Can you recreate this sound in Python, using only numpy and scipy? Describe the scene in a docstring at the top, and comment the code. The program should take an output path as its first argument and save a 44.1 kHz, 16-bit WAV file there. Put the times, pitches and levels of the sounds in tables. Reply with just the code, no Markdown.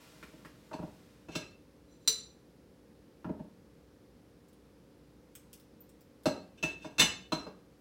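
"""The ceramic lid of a hollow jar clinks, bounces and scrapes on its rim: decaying modes ring the pottery,
damped bursts give the crack of the glaze and the knock of the wall, and low modes thud in the counter below.
Softer bumps rock the jar. Off the jar, the lid whispers under sliding fingers and pings once when tapped.
Hands pat the counter, click and squeak; a sleeve rustles as shaped noise. Echoes and a diffuse tail place this
in a quiet kitchen, over an appliance made of fan noise and faint wavering tones."""
import sys
import numpy as np
from scipy import signal
from scipy.fft import rfft, irfft
from scipy.io import wavfile

SR = 44100
rng = np.random.default_rng(int(sys.argv[2]) if len(sys.argv) > 2 else 0)


def to_wav(sig):
    """Store sig (one row per channel, or 1-D mono) as 16-bit WAV at the path in sys.argv[1].

    Samples outside -1..1 are clipped; the rate is SR.
    """
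    pcm = np.clip(np.atleast_2d(sig), -1, 1) * 32767
    pcm = np.round(pcm).astype(np.int16)
    wavfile.write(sys.argv[1], SR, pcm.T)  # frames by channels


N = 344063

# Appliance air colour. Each row: frequency in Hz, relative level in dB.
AIR_COLOUR = [(12, -59), (20, -42), (49, -7), (68, 0), (86, -4), (177, 0), (270, -1), (293, -4.5),
              (377, -4), (459, -7.5), (624, -15), (2990, -27.5), (5080, -28), (7110, -33.5), (16000, -37.5)]
# Appliance hum. Each row: frequency in Hz, rms level in dB before the overall hum trim.
HUM_LINES = [(59.2, -72), (296.1, -68), (468.3, -71.5), (506.0, -74), (549.1, -75), (10008, -92.5),
             (11897, -101)]
# Cloth colour of the sleeve. Each row: frequency in Hz, relative level in dB.
SLEEVE_COLOUR = [(350, -28.5), (600, -5.5), (625, 3.5), (679, -1), (3120, -4), (3530, -4.5), (15100, -15),
                 (16000, -19.5)]
# The arm moves as the hand grips the lid. 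Each row: start in seconds, length in seconds, peak level in dB.
ARM_MOVES = [(.55, .8, -73)]
# The hand pats the counter. Each row: start in seconds, slap level in dB, slap centre in Hz, thud level in dB.
COUNTER_PATS = [(0.2278, -48.5, 1760, -50.5), (0.334, -86, 910, -50), (.449, -49, 1460, -51)]
# Modes of the jar and the counter under it. Each row: frequency in Hz, level in dB before the thud's
# centre is favoured, 60 dB decay time in seconds.
COUNTER_MODES = [(66.5, -15.5, 0.2), (90, -12, 0.25), (113, -19.5, 0.39), (187.5, -3.5, 0.14),
                 (223, -3.5, 0.06), (289, 1, 0.049), (336.4, -6, 0.067), (413.5, -18, 0.33),
                 (626, 2.5, 0.049), (858, -16.5, 0.27), (931, -2.5, 0.1), (970, -31, 0.054)]
# Dull bumps that rock the jar, from the hand or from the lid settling.
# Each row: start in seconds, knock level in dB, thud level in dB, thud centre in Hz.
JAR_BUMPS = [ (.713, -47, -45, 1050), (.7325, -44.5, -43.5, 1010), (0.79, -46.5, -37.5, 148),
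             (0.827, -45, -37, 215), (3.2445, -43, -38, 258), (3.264, -52, -38.5, 200),
             (3.2918, -50.5, -31, 215), (3.3954, -51, -38, 226), (7.025, -47, -33.5, 150)]
# Crack colour of the glaze. Each row: frequency in Hz, level in dB before tilting.
GLAZE_COLOUR = [(500, 6.5), (1500, -2), (3000, 4), (4800, -10), (6500, -0.5), (9000, -25), (12000, -22.5),
                (16000, -17)]
# Modes of the jar with its lid on the rim. One entry per mode: frequency in Hz.
JAR_MODES_HZ = [1610, 2185, 2637, 2730, 2955, 3063, 3380, 3580, 3930, 4025, 4100, 4322, 4440, 5022, 5600,
                5845, 6030, 6155, 6690, 7195, 7767, 8160, 8537, 8930, 9450, 10200, 10800, 11720, 12460,
                13595]
# The same modes, one entry each: level in dB before touch and spot reshape them.
JAR_MODES_DB = [-2.5, -4, 4, 1.5, -10.5, -50.5, -21, -1, -1.5, -7, -1, -5.5, -6.5, -3, -4.5, -11.5, -9, -3,
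                -17.5, -8, -5, -36.5, -13.5, -16, -13, -14, -14.5, -15.5, -16.5, -27.5]
# The lid strikes the rim. Each row: start in seconds, ring level in dB, knock level in dB, thud level in dB,
# tilt in dB per octave, pitch in Hz that this spot on the rim favours, boost at that pitch in dB.
LID_CLINKS = [ (0.7314, -49.5, -47, -39, -0.5, 4400, 10), (1.286, -52, -49, -44.5, -1, 2620, 12),
              (1.353, -33.5, -43.5, -33.5, .5, 5600, 6), (1.424, -49, -59, -64, -9, 2600, 26),
              (6.257, -32.5, -26.5, -24, 2, 4220, 18), (6.6276, -30.5, -52, -33, 1, 2640, 15),
              (6.635, -30, -52, -40, -1, 2600, 22), (6.846, -51.5, -44.5, -41.5, -1.5, 3500, 5),
              (6.9824, -27.5, -42, -40, 0.5, 2730, 6.5), (6.995, -17.5, -29, -38.5, 2, 3500, 9.5),
              (7.001, -27, -43.5, -34.5, 4.5, 3380, 10), (7.016, -22, -30, -36.5, 1.5, 2950, 24),
              (7.321, -31.5, -32, -29, 0, 4050, 16), (7.392, -53, -55, -48, 1, 5600, 17),
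              (7.4667, -56, -41.5, -45.5, -21, 5000, 28)]
# The lid scrapes along the rim, swelling and fading.
# Each row: start in seconds, length in seconds, peak level in dB.
RIM_SCRAPES = [(1.30, 0.083, -49.5), (6.57, 0.022, -57.5), (6.655, 0.06, -49), (6.79, 0.095, -55.5),
               (6.87, .11, -68)]
# Modes of the lid held free. One entry per mode: frequency in Hz.
LID_MODES_HZ = [447, 2503, 3830, 4018, 4115, 4308, 4366, 5850, 6024, 6262, 7202, 7410, 7580, 8809, 9514,
                10560, 11500, 12830, 14800, 15500]
# The same modes, one entry each: relative level in dB.
LID_MODES_DB = [-24.5, -37.5, -16.5, 4.5, -9.5, -6, -8, 0.5, -2.5, -10, 2, -14, -6, -17.5, -6, -28, -21,
                -19, -18.5, -17.5]
# Fingers slide over the free lid. Each row: start in seconds, length in seconds, peak level in dB.
LID_SLIDES = [(1.869, 0.11, -71.5), (1.978, 0.14, -72.5)]
# A hard tap on the free lid. 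Each row: start in seconds, ring level in dB.
LID_TAPS = [(2.0761, -19)]
# Small clicks in the fingers. Each row: start in seconds, level in dB.
FINGER_CLICKS = [(4.485, -68), (4.53, -67), (5.353, -45.5), (5.531, -48.5), (5.535, -57), (5.599, -59.5),
                 (5.893, -63), (6.009, -61.5), (6.235, -61.5)]
# Click colour. Each row: frequency in Hz, relative level in dB.
CLICK_COLOUR = [(500, -29), (1500, -6.5), (2800, -3), (5000, -1), (9000, -0.5), (13000, -2), (16000, 2)]
# A tiny high squeak. Each row: start in seconds, level in dB, frequency in Hz, 60 dB decay time in seconds.
FINGER_SQUEAKS = [(5.806, -53, 14200, 0.033)]
# Quick echoes between counter, wall and cupboards. Each row: delay in seconds, strength from 0 to 1.
ECHO_PATHS = [(.0019, .76), (.0034, .74)]
# Kitchen reverberation. Each row: frequency in Hz, 60 dB decay time in seconds.
KITCHEN_DECAY = [(100, .5), (400, .41), (1000, .4), (3000, .39), (7000, .35), (10000, .28), (15000, .22)]

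AGE = np.arange(SR // 2) / SR  # seconds since a blow
AIR_DB, HUM_TRIM_DB = -60.92, -1
# The rustle dies away as the arm comes to rest.
RUSTLE_START_DB, RUSTLE_FADE_DB_PER_S = -60.5, 16
# The palm brushes the counter with each pat: dB relative to the slap.
BRUSH_DB, BRUSH_T60_S = -8.5, .07
RIM_THUD_HZ, THUD_LAG_S = 324, 0.00316
# A bump has a low knock and a dull trace of crack: dB relative to the knock, tilt in dB per octave.
BUMP_HZ, BUMP_CRACK_DB, BUMP_TILT = 760, -8.5, -7.5
# How narrowly a spot on the rim picks its modes.
SPOT_OCTAVES = 0.032
# A clink at the usual ring level has this crack; in weaker clinks the crack shrinks more slowly (dB per dB).
USUAL_RING_DB, CRACK_DB, CRACK_GROWTH = -27.5, -35, 0.89
# The more a clink rings rather than thuds, the higher the wall knocks; the base pitch is for equal levels.
KNOCK_BASE_HZ, HARDNESS_DB_PER_OCTAVE = 1017, 19.5
# One bounce after every clink: dB relative to the clink, extra tilt in dB per octave.
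BOUNCE_S, BOUNCE_DB, BOUNCE_TILT = 0.026, -15.5, 0.7
SLIPS_PER_S, SLIP_SPREAD_DB = 700, 4.5
EDGE_HZ = 16100  # top of the sound band


def amp(db):
    """Converts decibels to gain."""
    return 10 ** (np.asarray(db) / 20)


def read(points, hz):
    """Joins a table's points by straight lines over log frequency."""
    f, value = np.transpose(points)
    return np.interp(np.log(hz + 1), np.log(f), value)


def unit(x):
    """Scales a blow to the energy of 10 ms at full level."""
    return x / np.sqrt(np.sum(x ** 2) / (SR / 100) + 1e-20)


def add(mix, start_s, sound):
    """Mixes a sound in at its start time."""
    part = mix[round(start_s * SR):][:len(sound)]
    part += sound[:len(part)]


def swells(rows):
    """Draws a gain curve with one smooth arch for each start, length and level."""
    gain = np.zeros(N)
    for start_s, length_s, db in rows:
        arch = np.sin(np.pi * np.arange(0, length_s, 1 / SR) / length_s)
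        add(gain, start_s, amp(db) * arch)
    return gain


def noise(colour):
    """Shapes white noise into a steady colour at rms 1."""
    spectrum = rfft(rng.standard_normal(N))
    x = irfft(spectrum * amp(read(colour, np.fft.rfftfreq(N, 1 / SR))), N)
    return x / x.std()


def ring(modes):
    """Starts a set of exponentially dying sines with one blow, each with a random sign."""
    hz, db, t60 = np.transpose(modes)[:, :, None]
    sign = rng.choice([-1, 1], hz.shape)
    decay = amp(db - 60 * AGE / t60)
    return unit((sign * decay * np.sin(2 * np.pi * hz * AGE)).sum(0))


def ring_time(hz, t60, slope):
    """Internal losses shorten the ring at higher pitches; t60 is the decay time at 4 kHz."""
    return t60 * (np.array(hz) / 4000) ** -slope


def burst(colour, t60, snap=0.65):
    """A sharp first touch and a thicket of heavily damped modes, as decaying noise through a causal filter."""
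    log_gain = np.log(amp(read(colour, abs(np.fft.fftfreq(2048, 1 / SR)))))
    # The phase that goes with this colour puts the filter's response after the blow.
    taps = np.fft.ifft(np.exp(np.conj(signal.hilbert(log_gain)))).real
    puff = rng.choice([-1, 1], len(AGE)) * amp(-60 * AGE / t60)
    puff[0] = snap * np.linalg.norm(puff)
    return unit(signal.fftconvolve(puff, taps)[:len(AGE)])


def appliance(waver=0.3):
    """Fan noise with faint tones whose phases wander at random."""
    t = np.arange(N) / SR
    knots = np.arange(0, N / SR + 1, .25)  # a new phase step every quarter second
    hum = np.zeros(N)
    for hz, db in HUM_LINES:
        drift = np.interp(t, knots, np.cumsum(rng.standard_normal(len(knots))))
        hum += amp(db) * np.sqrt(2) * np.sin(2 * np.pi * hz * t + waver * drift)
    return amp(AIR_DB) * noise(AIR_COLOUR) + amp(HUM_TRIM_DB) * hum


def sleeve():
    """Cloth friction rustles less as the arm settles, swells with the grip and brushes at each pat."""
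    settling = amp(RUSTLE_START_DB - RUSTLE_FADE_DB_PER_S * np.arange(N) / SR)
    motion = settling + swells(ARM_MOVES)
    for start_s, slap_db, _, _ in COUNTER_PATS:
        add(motion, start_s, amp(slap_db + BRUSH_DB) * amp(-60 * AGE / BRUSH_T60_S))
    return noise(SLEEVE_COLOUR) * motion


def knock(hz, t60):
    """A dull blow: the shorter the contact, the higher its spectral centre."""
    colour = [(hz / 8, -32), (hz / 2.23, -7), (hz, 0), (hz * 1.72, -9), (hz * 3.17, -26), (hz * 12, -46)]
    return burst(colour, t60)


def thud(centre_hz, slope_db=9):
    """Low modes ring most near the centre set by the push of the hand, falling off in dB per octave."""
    hz, db, t60 = np.transpose(COUNTER_MODES)
    pushed_db = db - slope_db * abs(np.log2(hz / centre_hz))
    return ring(np.transpose([hz, pushed_db, t60]))


def pats():
    """A hand on the counter gives a damped slap and sets off the low modes."""
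    out = np.zeros(N)
    for start_s, slap_db, slap_hz, thud_db in COUNTER_PATS:
        slap = amp(slap_db) * knock(slap_hz, t60=0.025)
        add(out, start_s, slap + amp(thud_db) * thud(centre_hz=302))
    return out


def crack(tilt, pivot_hz=3500):
    """The glaze cracks as a short burst, tilted in dB per octave."""
    colour = [(f, level + tilt * np.log2(f / pivot_hz)) for f, level in GLAZE_COLOUR]
    return burst(colour, t60=0.054, snap=0.52)


def bumps():
    """Soft contact rocks the jar: a knock with a dull crack, then a thud, without the pottery ringing."""
    out = np.zeros(N)
    for start_s, knock_db, thud_db, thud_hz in JAR_BUMPS:
        blow = knock(BUMP_HZ, t60=0.018) + amp(BUMP_CRACK_DB) * crack(BUMP_TILT)
        add(out, start_s, amp(knock_db) * blow)
        add(out, start_s + THUD_LAG_S, amp(thud_db) * thud(thud_hz, slope_db=8))
    return out


def pottery(tilt, spot_hz, spot_db):
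    """The jar's modes, tilted by the hardness of the touch and favoured near the spot's pitch."""
    octaves = np.log2(np.array(JAR_MODES_HZ) / spot_hz)
    favoured = spot_db * np.exp(-.5 * (octaves / SPOT_OCTAVES) ** 2)
    t60 = ring_time(JAR_MODES_HZ, .105, .2)
    return ring(np.transpose([JAR_MODES_HZ, JAR_MODES_DB + tilt * octaves + favoured, t60]))


def clink(ring_db, knock_db, thud_db, tilt, spot_hz, spot_db):
    """Lid on rim rings the pottery, cracks the glaze, knocks the wall, then shakes the counter."""
    knock_hz = KNOCK_BASE_HZ * 2 ** ((ring_db - thud_db) / HARDNESS_DB_PER_OCTAVE)
    crack_db = CRACK_DB + CRACK_GROWTH * (ring_db - USUAL_RING_DB)
    out = amp(ring_db) * pottery(tilt, spot_hz, spot_db)
    out += amp(knock_db) * knock(knock_hz, t60=0.033)
    out += amp(crack_db) * crack(tilt)
    add(out, THUD_LAG_S, amp(thud_db) * thud(RIM_THUD_HZ))
    return out


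def clinks():
    """Each strike on the rim is followed by one lighter, brighter bounce that favours its spot less."""
    out = np.zeros(N)
    for start_s, ring_db, knock_db, thud_db, tilt, spot_hz, spot_db in LID_CLINKS:
        add(out, start_s, clink(ring_db, knock_db, thud_db, tilt, spot_hz, spot_db))
        bounce = clink(ring_db, knock_db, thud_db, tilt + BOUNCE_TILT, spot_hz, spot_db / 2)
        add(out, start_s + BOUNCE_S, amp(BOUNCE_DB) * bounce)
    return out


def scrapes(grit_db=-2):
    """Tiny random slips of glaze on glaze keep the pottery ringing while the lid slides on the rim."""
    happens = rng.random(N) < SLIPS_PER_S / SR
    sizes = rng.choice([-1, 1], N) * amp(SLIP_SPREAD_DB * rng.standard_normal(N))
    slips = happens * sizes
    rubbing = slips / slips.std() * swells(RIM_SCRAPES)
    body = pottery(tilt=-0.69, spot_hz=2646, spot_db=3) + amp(grit_db) * crack(tilt=-1)
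    return signal.fftconvolve(rubbing, body / np.linalg.norm(body))[:N]


def free_lid(tick_db=-10):
    """Off the jar the lid rings higher and cleaner: faintly under sliding fingers, brightly when tapped."""
    t60 = ring_time(LID_MODES_HZ, 0.057, .6)
    tone = ring(np.transpose([LID_MODES_HZ, LID_MODES_DB, t60]))
    tick_colour = [(500, -24.5), (2000, -17), (4000, -1.0), (7500, -2.5), (11000, -10.5), (16000, -5.5)]
    tick = burst(tick_colour, t60=0.031, snap=.5)
    rubbed = signal.fftconvolve(rng.standard_normal(N), tone)[:N]
    out = rubbed / rubbed.std() * swells(LID_SLIDES)
    for start_s, db in LID_TAPS:
        add(out, start_s, amp(db) * (tone + amp(tick_db) * tick))
    return out


def fingers():
    """Small contacts in the fingers click as very short bursts; a squeak is one dying high sine."""
    out = np.zeros(N)
    for start_s, db in FINGER_CLICKS:
        add(out, start_s, amp(db) * burst(CLICK_COLOUR, t60=0.0059, snap=1.0))
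    for start_s, db, hz, t60 in FINGER_SQUEAKS:
        add(out, start_s, amp(db) * ring([(hz, 0, t60)]))
    return out


def kitchen(x, tail_db=-4.5, build_s=0.0045):
    """Quick repeated echoes smear each blow without colouring it; a diffuse tail builds up and decays."""
    hz, early = np.fft.rfftfreq(len(AGE), 1 / SR), 1
    for delay_s, strength in ECHO_PATHS:
        delay = np.exp(-2j * np.pi * hz * round(delay_s * SR) / SR)
        early = early * (strength + delay) / (1 + strength * delay)  # all-pass echo
    # Sparse reflections, about 4000 per second, die at their own rate in each band.
    reflections = rng.choice([-1., 1.], len(AGE)) * (rng.random(len(AGE)) < 4000 / SR)
    band_hz, t, bands = signal.stft(reflections, SR, nperseg=256)
    decay = amp(-60 * t / read(KITCHEN_DECAY, band_hz)[:, None])
    tail = signal.istft(bands * decay, SR)[1][:len(AGE)]
    tail *= 1 - np.exp(-AGE / build_s)
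    response = irfft(early, len(AGE)) + amp(tail_db) * tail / np.linalg.norm(tail)
    return signal.fftconvolve(x, response / np.linalg.norm(response))[:N]


def scene(bass_hz=52):
    """Everything as it reaches one microphone; small objects radiate little deep bass."""
    handling = sleeve() + pats() + bumps() + clinks() + scrapes() + free_lid() + fingers()
    bass_cut = signal.butter(4, bass_hz, "highpass", fs=SR, output="sos")
    return (kitchen(signal.sosfilt(bass_cut, handling)) + appliance())[None]


def record(dry):
    """Limits the band with a steep low-pass."""
    low_pass = signal.firwin(511, EDGE_HZ, window=("kaiser", 9), fs=SR)
    return signal.oaconvolve(dry, low_pass[None], "same")


dry = scene()
out = record(dry)
to_wav(out)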